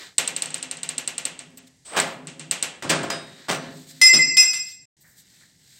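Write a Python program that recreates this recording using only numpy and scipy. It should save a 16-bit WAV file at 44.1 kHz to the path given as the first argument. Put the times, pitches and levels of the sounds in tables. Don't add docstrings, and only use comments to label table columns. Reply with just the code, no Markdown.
import sys
import numpy as np
from scipy import signal
from scipy.fft import rfft, irfft
from scipy.io import wavfile
from scipy.ndimage import uniform_filter1d, minimum_filter1d

SR = 44100
rng = np.random.default_rng(int(sys.argv[2]) if len(sys.argv) > 2 else 0)


def materialize(psi):
    bounded = np.clip(np.atleast_2d(psi).T, -1, 1)
    quanta = np.round(bounded * 32767).astype(np.int16)
    wavfile.write(sys.argv[1], SR, quanta)


N = 255339
T = np.arange(SR) / SR
CLOCK = np.arange(N) / SR


# pitch in Hz, level in dB.
FLOOR_TONE = [(18, -80), (30, -16), (141, 1.5), (486, -18.5), (844, -21.5), (1320, -36), (1910, -13),
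              (2480, -26), (4300, -17), (8080, -16.5), (9710, -27), (16000, -40)]
FLOOR_DB = -61.5
# pitch in Hz, t60 in seconds.
ROOM_T60 = [(100, 0.97), (250, 1), (600, 0.62), (1500, 0.51), (3000, 0.49), (6000, 0.32), (8500, 0.37),
            (15000, 0.033)]

# start in seconds, level in dB, fade time in seconds.
SCUFFS = [(5.035, -57.5, 0.11), (5.166, -67.5, 0.029), (5.406, -55, 0.051)]
# pitch in Hz, level in dB.
SCUFF_TONE = [(300, -11), (1200, -8.5), (1800, 7.5), (2300, -3), (3000, -37), (9000, -31)]
# middle in seconds, half length in seconds, level in dB, brightness in dB per octave.
RUBS = [(0.01, 0.082, -41, -2), (1.581, 0.0074, -43.5, 15.5), (1.676, .007, -51.5, 5),
        (2.06, 0.085, -45, 1.5), (3.427, 0.36, -50.5, -2), (3.647, 0.09, -43.5, -5),
        (3.79, 0.076, -51, 4.5), (3.903, 0.025, -45, 5.5), (3.994, 0.16, -51.5, 3),
        (4.696, 0.055, -48, 4.5), (5.021, 0.014, -54, 13), (5.095, 0.06, -58.5, 14), (5.193, 0.027, -51, 9),
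        (5.369, 0.16, -56.5, 3.5), (5.79, 0.17, -53, 4)]
# pitch in Hz, level in dB.
CLOTH_TONE = [(150, -26), (300, -6), (800, -6.5), (1200, -6), (1800, 5), (2700, -2.5), (4000, 5.5),
              (6000, -3.5), (8200, 0), (10000, -19.5), (13000, -13), (16000, -21)]

# pitch in Hz, level in dB, t60 in seconds before scaling.
PANELS = [(152, -18, .9), (176, -21, .7), (237, -22, .6), (260, -18, .95), (322, -21, .6), (411, -16, .6),
          (541, -15, .65), (677, -14, .6), (860, -19, .5), (1075, -20, .5), (1385, -19, .5),
          (1612, -17, .5), (1735, -18, .5)]
# start in seconds, end in seconds, level in dB.
PULLS = [(0.201, 1.639, -52.5), (2.146, 2.55, -46), (3.5, 3.776, -44), (3.796, 4.02, -54.5)]
# pitch in Hz, level in dB.
HUM_TONE = [(150, 0), (260, 0.5), (400, -10.5), (700, -15.5), (1500, -30.5)]

DRAG_FROM_S, DRAG_TO_S = 1.848, 1.962
DRAG_ATTACK_S, DRAG_RELEASE_S = 0.0094, 0.015
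HISS_DB, HISS_DB_PER_S = -40, -38
GROAN_DB, GROAN_DB_PER_S = -29.5, 290
# pitch in Hz, level in dB.
HISS_TONE = [(1500, -17.5), (4000, -10), (7000, -15.5), (8300, 4.5), (9000, -13), (10000, -39.5),
             (16000, -31)]
# pitch in Hz, level in dB.
GROAN_TONE = [(60, -38), (250, -13), (600, -6.5), (1100, -7.5), (1900, -13), (3500, -19.5), (9000, -44)]

# start in seconds, level in dB, hardness in dB per octave, boom in the bass in dB,
# length of the rattle in seconds before scaling.
KNOCKS = [(1.962, -14, -1, -9.5, 0.032), (1.985, -24, 1, 1.5, 0.0037), (2.824, -26.5, 0.5, -2.5, 0.00077),
          (2.844, -35, -7, -6, 0.014), (2.892, -26.5, 7, -10, 0.023), (2.898, -13.5, 0.9, 1, 0.0045),
          (2.922, -28.5, -2, -5, 0.015), (3.027, -26.5, -3, -3, 0.018), (3.101, -22.5, 1.27, -1.5, 0.0055),
          (3.483, -18.5, -0.7, -2, .05), (4.128, -27.5, 1, 11.5, 0.039), (4.422, -32.5, 5, -7, 0.013)]
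# pitch in Hz, level in dB.
KNOCK_TONE = [(29, -69.5), (50, -37.5), (85, -22.5), (148, -7), (380, -4), (408, -9.5), (472, -8),
              (545, -3), (802, -6.5), (1430, -6), (2110, -8), (6870, -15.5), (8540, -13.5), (10100, -31.5),
              (16000, -29)]
PIVOT_HZ, HARD_TOP_HZ = 1500, 4300
BOOM_HZ, BOOM_END_HZ = 300, 700
DEEP_HZ, DEEP_GROWTH = 80, 1.2
SOFT_RING, RING_LOSS = 1, 0.043
CONTACT_DB, CONTACT_HARDNESS, CONTACT_S = -26.5, 9.14, 0.004

# start in seconds, level in dB.
FRAME_RINGS = [(2.9, -58), (3.101, -41)]
# pitch in Hz, level in dB, t60 in seconds.
FRAME_MODES = [(3773, 1, 1), (4974, 12.5, 0.366), (6255, -16, 0.35), (7010, -34, 0.11), (8140, -5.5, 0.88),
               (12560, -7, 0.2)]
TING_S = 3.5
# pitch in Hz, level in dB, t60 in seconds.
TING_MODES = [(5900, -32, 0.36), (8100, -34, 0.243)]

# start in seconds, level in dB, place struck from 0 (tip) to 1 (shank),
# brightness in dB per octave.
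STRIKES = [(4.014, 4.5, 0.17, 2.5), (4.136, -1.5, 0.4, -0.5), (4.368, 0, 1, 3), (4.532, -9, 1, 3)]
HOOK_HZ = [2055, 2530, 2660, 4113, 4662, 5114, 5553, 5914, 7536, 9082, 9497, 11012, 12660, 13510, 13730,
           14545, 14885]
# dB when struck at the tip, dB when struck at the shank, t60 in seconds.
HOOK_MODES = [(-8.5, -15.5, 0.92), (-33.5, -17, 0.93), (-30.5, -23, 1), (-43.5, -48, 1.1), (-34, -30, 1.4),
              (-11.5, -9.5, 0.8), (-45, -32, 1.5), (-23.5, -17.5, 0.83), (-21.5, -16.5, 1.17),
              (-23.5, -27, 0.35), (-31, -33.5, 0.16), (-57, -35.5, 0.55), (-59, -45.5, .35),
              (-45.5, -39, 0.46), (-35.5, -49, .3), (-54, -47, 0.66), (-52, -47.5, .5)]
# start in seconds, extra loss in dB a second.
FASTER_FADE = (4.383, 43.4)

# start in seconds, strength in dB.
SNAPS = [(0.182, 5), (0.2764, -8), (0.364, -10.5), (0.4216, -8.5), (0.4581, -18.5), (0.505, -24.5),
         (0.543, -11.5), (0.581, -27.5), (0.6274, -15), (0.7121, -14), (0.7705, -26), (0.832, -13.5),
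         (0.8903, -11.5), (0.9807, -10), (1.076, -9.5), (1.1806, -12), (1.253, -9), (1.3914, -22),
         (1.5735, -34), (1.6715, -61), (2.0005, -5), (2.271, -18.5), (2.3954, -19), (2.5114, -0.5),
         (2.6262, -1.5), (2.8985, -5), (3.032, -21.5)]
# middle pitch in Hz, nominal width in Hz, level in dB.
PAWL_MODES = [(2900, 690, -3), (4000, 970, 2), (5950, 2000, 2.5), (7120, 530, -2.5), (7520, 170, -7.5),
              (8267, 690, 10), (12600, 1500, -40.5)]
# pitch in Hz, level in dB.
SNAP_TONE = [(59, -38), (100, -24.5), (166, -6.5), (471, -9), (535, -0.5), (608, -8.5), (691, -4.5),
             (1100, -6.5), (1230, -6.5), (2750, 0), (5080, -7.5), (8110, -2), (10000, -20), (13500, -13),
             (16000, -15)]
# pitch in Hz, level in dB, t60 in seconds.
PLATES = [(1667, -20, .5), (1766, -21, .5), (2719, -18, .35), (2831, -14, .35), (3743, -16, .2),
          (3945, -13, .2), (7281, -9, .08), (8077, -6, .08), (8361, -4, .08)]
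SHADED_FROM_S, SHADE_DB = 2.1, -5
WASH_DB, WASH_GROWTH = -21, 0.69
TOP_DB, FIRM_DB, TOP_LOSS = 3.5, -8.5, 1

# pitch in Hz, dB against the middle.
PORT_GAP = [(100, -56.5), (600, -58), (1200, -28.5), (2050, -12), (3000, -30.5), (5100, -36.5), (7500, -24),
            (12000, -27)]
# pitch in Hz, dB against the hook's ringing.
HOOK_LEAN = [(1000, -40.5), (2050, -18), (3000, -30), (5100, -52)]
# start in seconds, end in seconds.
BREAK = (4.855, 4.968)
EDGE_HZ = 16000


def amp(db):
    return 10 ** (np.asarray(db) / 20)


def unit(x):
    return x / np.sqrt(np.mean(x ** 2) + 1e-20)


def read(points, hz):
    f, value = np.transpose(points)
    return np.interp(np.log(hz + 1), np.log(f + 1), value)


def add(mix, s, sound):
    part = mix[max(round(s * SR), 0):][:len(sound)]
    part += sound[:len(part)]


def colour(x, tone):
    hz = np.fft.rfftfreq(len(x), 1 / SR)
    return irfft(rfft(x) * amp(read(tone, hz)), len(x))


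def noise(tone, size):
    return unit(colour(rng.standard_normal(size), tone))


def swell(seconds):
    return 1 - np.exp(-T / seconds)


def die_away(x, factor=1):
    hz, t, bands = signal.stft(x, SR, nperseg=256)
    t60 = factor * read(ROOM_T60, hz)[:, None]
    return signal.istft(bands * amp(-60 * t / t60), SR, nperseg=256)[1][:len(x)]


def ring(modes):
    return sum(amp(db - 60 * T / t60) * np.sin(2 * np.pi * (hz * T + rng.random()))
               for hz, db, t60 in modes)


def catches(grain_db):
    return amp(grain_db * unit(uniform_filter1d(rng.standard_normal(N), size=260)))


def workshop_floor():
    return amp(FLOOR_DB) * noise(FLOOR_TONE, N)


def scuffs():
    out = np.zeros(N)
    for s, db, length in SCUFFS:
        add(out, s, amp(db) * noise(SCUFF_TONE, SR) * np.exp(-T / length) * swell(0.0043))
    return out


def rubbing():
    out = np.zeros(N)
    for s, half_length, db, bright_db in RUBS:
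        tone = [(hz, level + bright_db * np.log2(hz)) for hz, level in CLOTH_TONE]
        cloth = np.resize(noise(tone, SR), N)
        out += amp(db) * np.exp(-((CLOCK - s) / half_length) ** 2) * cloth
    return out * catches(grain_db=1.0)


def panel_hum(ring_share=0.45):
    out = np.zeros(N)
    panels = ring([(hz, db + read(HUM_TONE, hz), t60 * ring_share) for hz, db, t60 in PANELS])
    panels = panels / np.linalg.norm(panels)
    for start, end, db in PULLS:
        jerks = rng.standard_normal(round((end - start) * SR))
        add(out, start, amp(db) * signal.fftconvolve(jerks, panels))
    return out


def drag():
    age = np.clip(CLOCK, DRAG_FROM_S, DRAG_TO_S) - DRAG_FROM_S
    attack = 1 - np.exp(-age / DRAG_ATTACK_S)
    release = np.exp(-np.maximum(CLOCK - DRAG_TO_S, 0) / DRAG_RELEASE_S)
    hiss = amp(HISS_DB + HISS_DB_PER_S * age) * noise(HISS_TONE, N)
    time_left = DRAG_TO_S - DRAG_FROM_S - age
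    groan = amp(GROAN_DB - GROAN_DB_PER_S * time_left) * noise(GROAN_TONE, N)
    return attack * release * (hiss + groan) * catches(grain_db=1.1)


def knock(hardness, boom_db, length, room_db=-5, panel_db=-1, rattle_db=-1, grit_db=4, rise=0.17,
          panel_ring=0.98):
    hz = np.geomspace(20, 20000, 40)
    tilt_db = hardness * np.log2(np.minimum(hz, HARD_TOP_HZ) / PIVOT_HZ)
    boom = [(DEEP_HZ, DEEP_GROWTH * boom_db), (BOOM_HZ, boom_db), (BOOM_END_HZ, 0)]
    tone = np.column_stack([hz, tilt_db + read(boom, hz)])
    lasting = SOFT_RING * np.exp(-RING_LOSS * max(hardness, 0))

    grit = np.repeat(amp(grit_db * rng.standard_normal(SR)), 40)[:SR]
    contacts = unit(colour(rng.standard_normal(SR) * grit, KNOCK_TONE))
    rattle = colour(contacts, tone) * np.exp(-(T / (1.24 * length)) ** 2) * swell(rise * length)

    room = die_away(colour(noise(KNOCK_TONE, SR), tone), lasting) * swell(0.5 * length)
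    modes = [(f, db + read(tone, f), t60 * lasting * panel_ring) for f, db, t60 in PANELS]
    panels = ring(modes) * swell(0.0074)
    return amp(rattle_db) * rattle + amp(room_db) * room + amp(panel_db) * panels


def knocks():
    out = np.zeros(N)
    for s, db, hardness, boom_db, length in KNOCKS:
        add(out, s, amp(db) * knock(hardness, boom_db, length))
    for s, db, _, _ in STRIKES:
        add(out, s, amp(db + CONTACT_DB) * knock(CONTACT_HARDNESS, 0, CONTACT_S))
    return out


def coming_free():
    out = np.zeros(N)
    for s, db in FRAME_RINGS:
        add(out, s, amp(db) * ring(FRAME_MODES))
    add(out, TING_S, ring(TING_MODES) * swell(0.02))
    return out


def ringing_envelope(t, hz, tip_db, shank_db, t60):
    power, octaves = 0, np.log2(hz / HOOK_HZ[0])
    for s, db, place, bright_db in STRIKES:
        age = np.maximum(t - s, 0)
        blow_db = db + tip_db + place * (shank_db - tip_db) + bright_db * octaves
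        power = power + (amp(blow_db - 60 * age / t60) * (1 - np.exp(-age / 0.0039))) ** 2
    faster_from_s, loss_db_per_s = FASTER_FADE
    return np.sqrt(power) * amp(-loss_db_per_s * np.maximum(t - faster_from_s, 0))


def hook(level_db=-1, swing_hz=13, echo_share=0.74, blur_db=-16):
    offset_hz = np.fft.fftfreq(SR, 1 / SR)
    out, start = np.zeros(N), STRIKES[0][0]
    for hz, mode in zip(HOOK_HZ, HOOK_MODES):
        shift_hz = swing_hz * np.sqrt(hz / HOOK_HZ[0])
        slow_beats = 1 / (1 + (offset_hz / shift_hz) ** 4)
        fast_beats = amp(blur_db) / (1 + (offset_hz / 70) ** 2)
        random_phase = np.exp(2j * np.pi * rng.random(SR))
        echoes = np.fft.ifft((slow_beats + fast_beats) * random_phase)
        echo_level = echo_share * (hz / HOOK_HZ[0]) ** 0.86
        paths = 1 + echo_level * echoes / np.std(echoes)
        paths /= np.sqrt(uniform_filter1d(abs(paths) ** 2, size=5000))
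        tone = (paths * np.exp(2j * np.pi * hz * T)).real
        add(out, start, amp(level_db) * ringing_envelope(T + start, hz, *mode) * tone)
    return out


def ping(hz, width):
    t = T[:800]
    age = np.pi * width * t
    return age ** 2 * np.exp(-1.4 * age) * np.sin(2 * np.pi * hz * (t - 0.001))


def pawl(snap_db=1.5, plate_db=-2, early_db=4, early_s=0.012, echo_db=-6, echo_s=0.003, spread=0.0033,
         same=0.86):
    out = np.zeros(N)
    paths = noise(SNAP_TONE, SR)
    for s, strength_db in SNAPS:
        db = strength_db + SHADE_DB * (s > SHADED_FROM_S)
        snap = sum(amp(mode_db) * ping(hz * (1 + spread * rng.standard_normal()), width)
                   for hz, width, mode_db in PAWL_MODES)
        snap *= amp(db + snap_db) / abs(snap).max()
        add(out, s, snap)
        echo_delay_s = echo_s * (1 + 0.064 * rng.standard_normal())
        add(out, s + echo_delay_s, amp(echo_db) * snap)

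        room = die_away(np.sqrt(same) * paths + np.sqrt(1 - same) * noise(SNAP_TONE, SR))
        top_db = TOP_DB - TOP_LOSS * max(FIRM_DB - db, 0)
        room = colour(room, [(9000, 0.0088), (11000, top_db)])
        room *= (1 + amp(early_db) * np.exp(-T / early_s)) / 2
        wash = room + amp(plate_db) * ring(PLATES) / 2
        add(out, s, amp(WASH_DB + WASH_GROWTH * strength_db) * wash * swell(0.0069))
    return out


def scene():
    working = CLOCK < BREAK[1] - 0.02
    ringing = hook() * working
    strap = (panel_hum() + drag() + knocks() + coming_free() + pawl()) * working
    middle = workshop_floor() + scuffs() + rubbing() + strap + ringing
    port_gap = signal.hilbert(colour(middle, PORT_GAP)).imag
    side = port_gap + colour(ringing, HOOK_LEAN)
    return np.array([middle + side, middle - side])


def record(dry, low_cut_hz=35):
    dry = signal.sosfilt(signal.butter(2, low_cut_hz, "high", fs=SR, output="sos"), dry)
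    allowed = np.minimum(1 / (abs(dry).max(0) + 1e-9), 1)
    gain = uniform_filter1d(minimum_filter1d(allowed, size=300), size=300)
    outside_break = (CLOCK < BREAK[0]) | (CLOCK > BREAK[1])
    running = uniform_filter1d(outside_break.astype(float), size=90)
    treble_limit = signal.firwin(511, EDGE_HZ, window=("kaiser", 9), fs=SR)
    return signal.oaconvolve(dry * gain * running, treble_limit[None], "same")


dry = scene()
out = record(dry)
materialize(out)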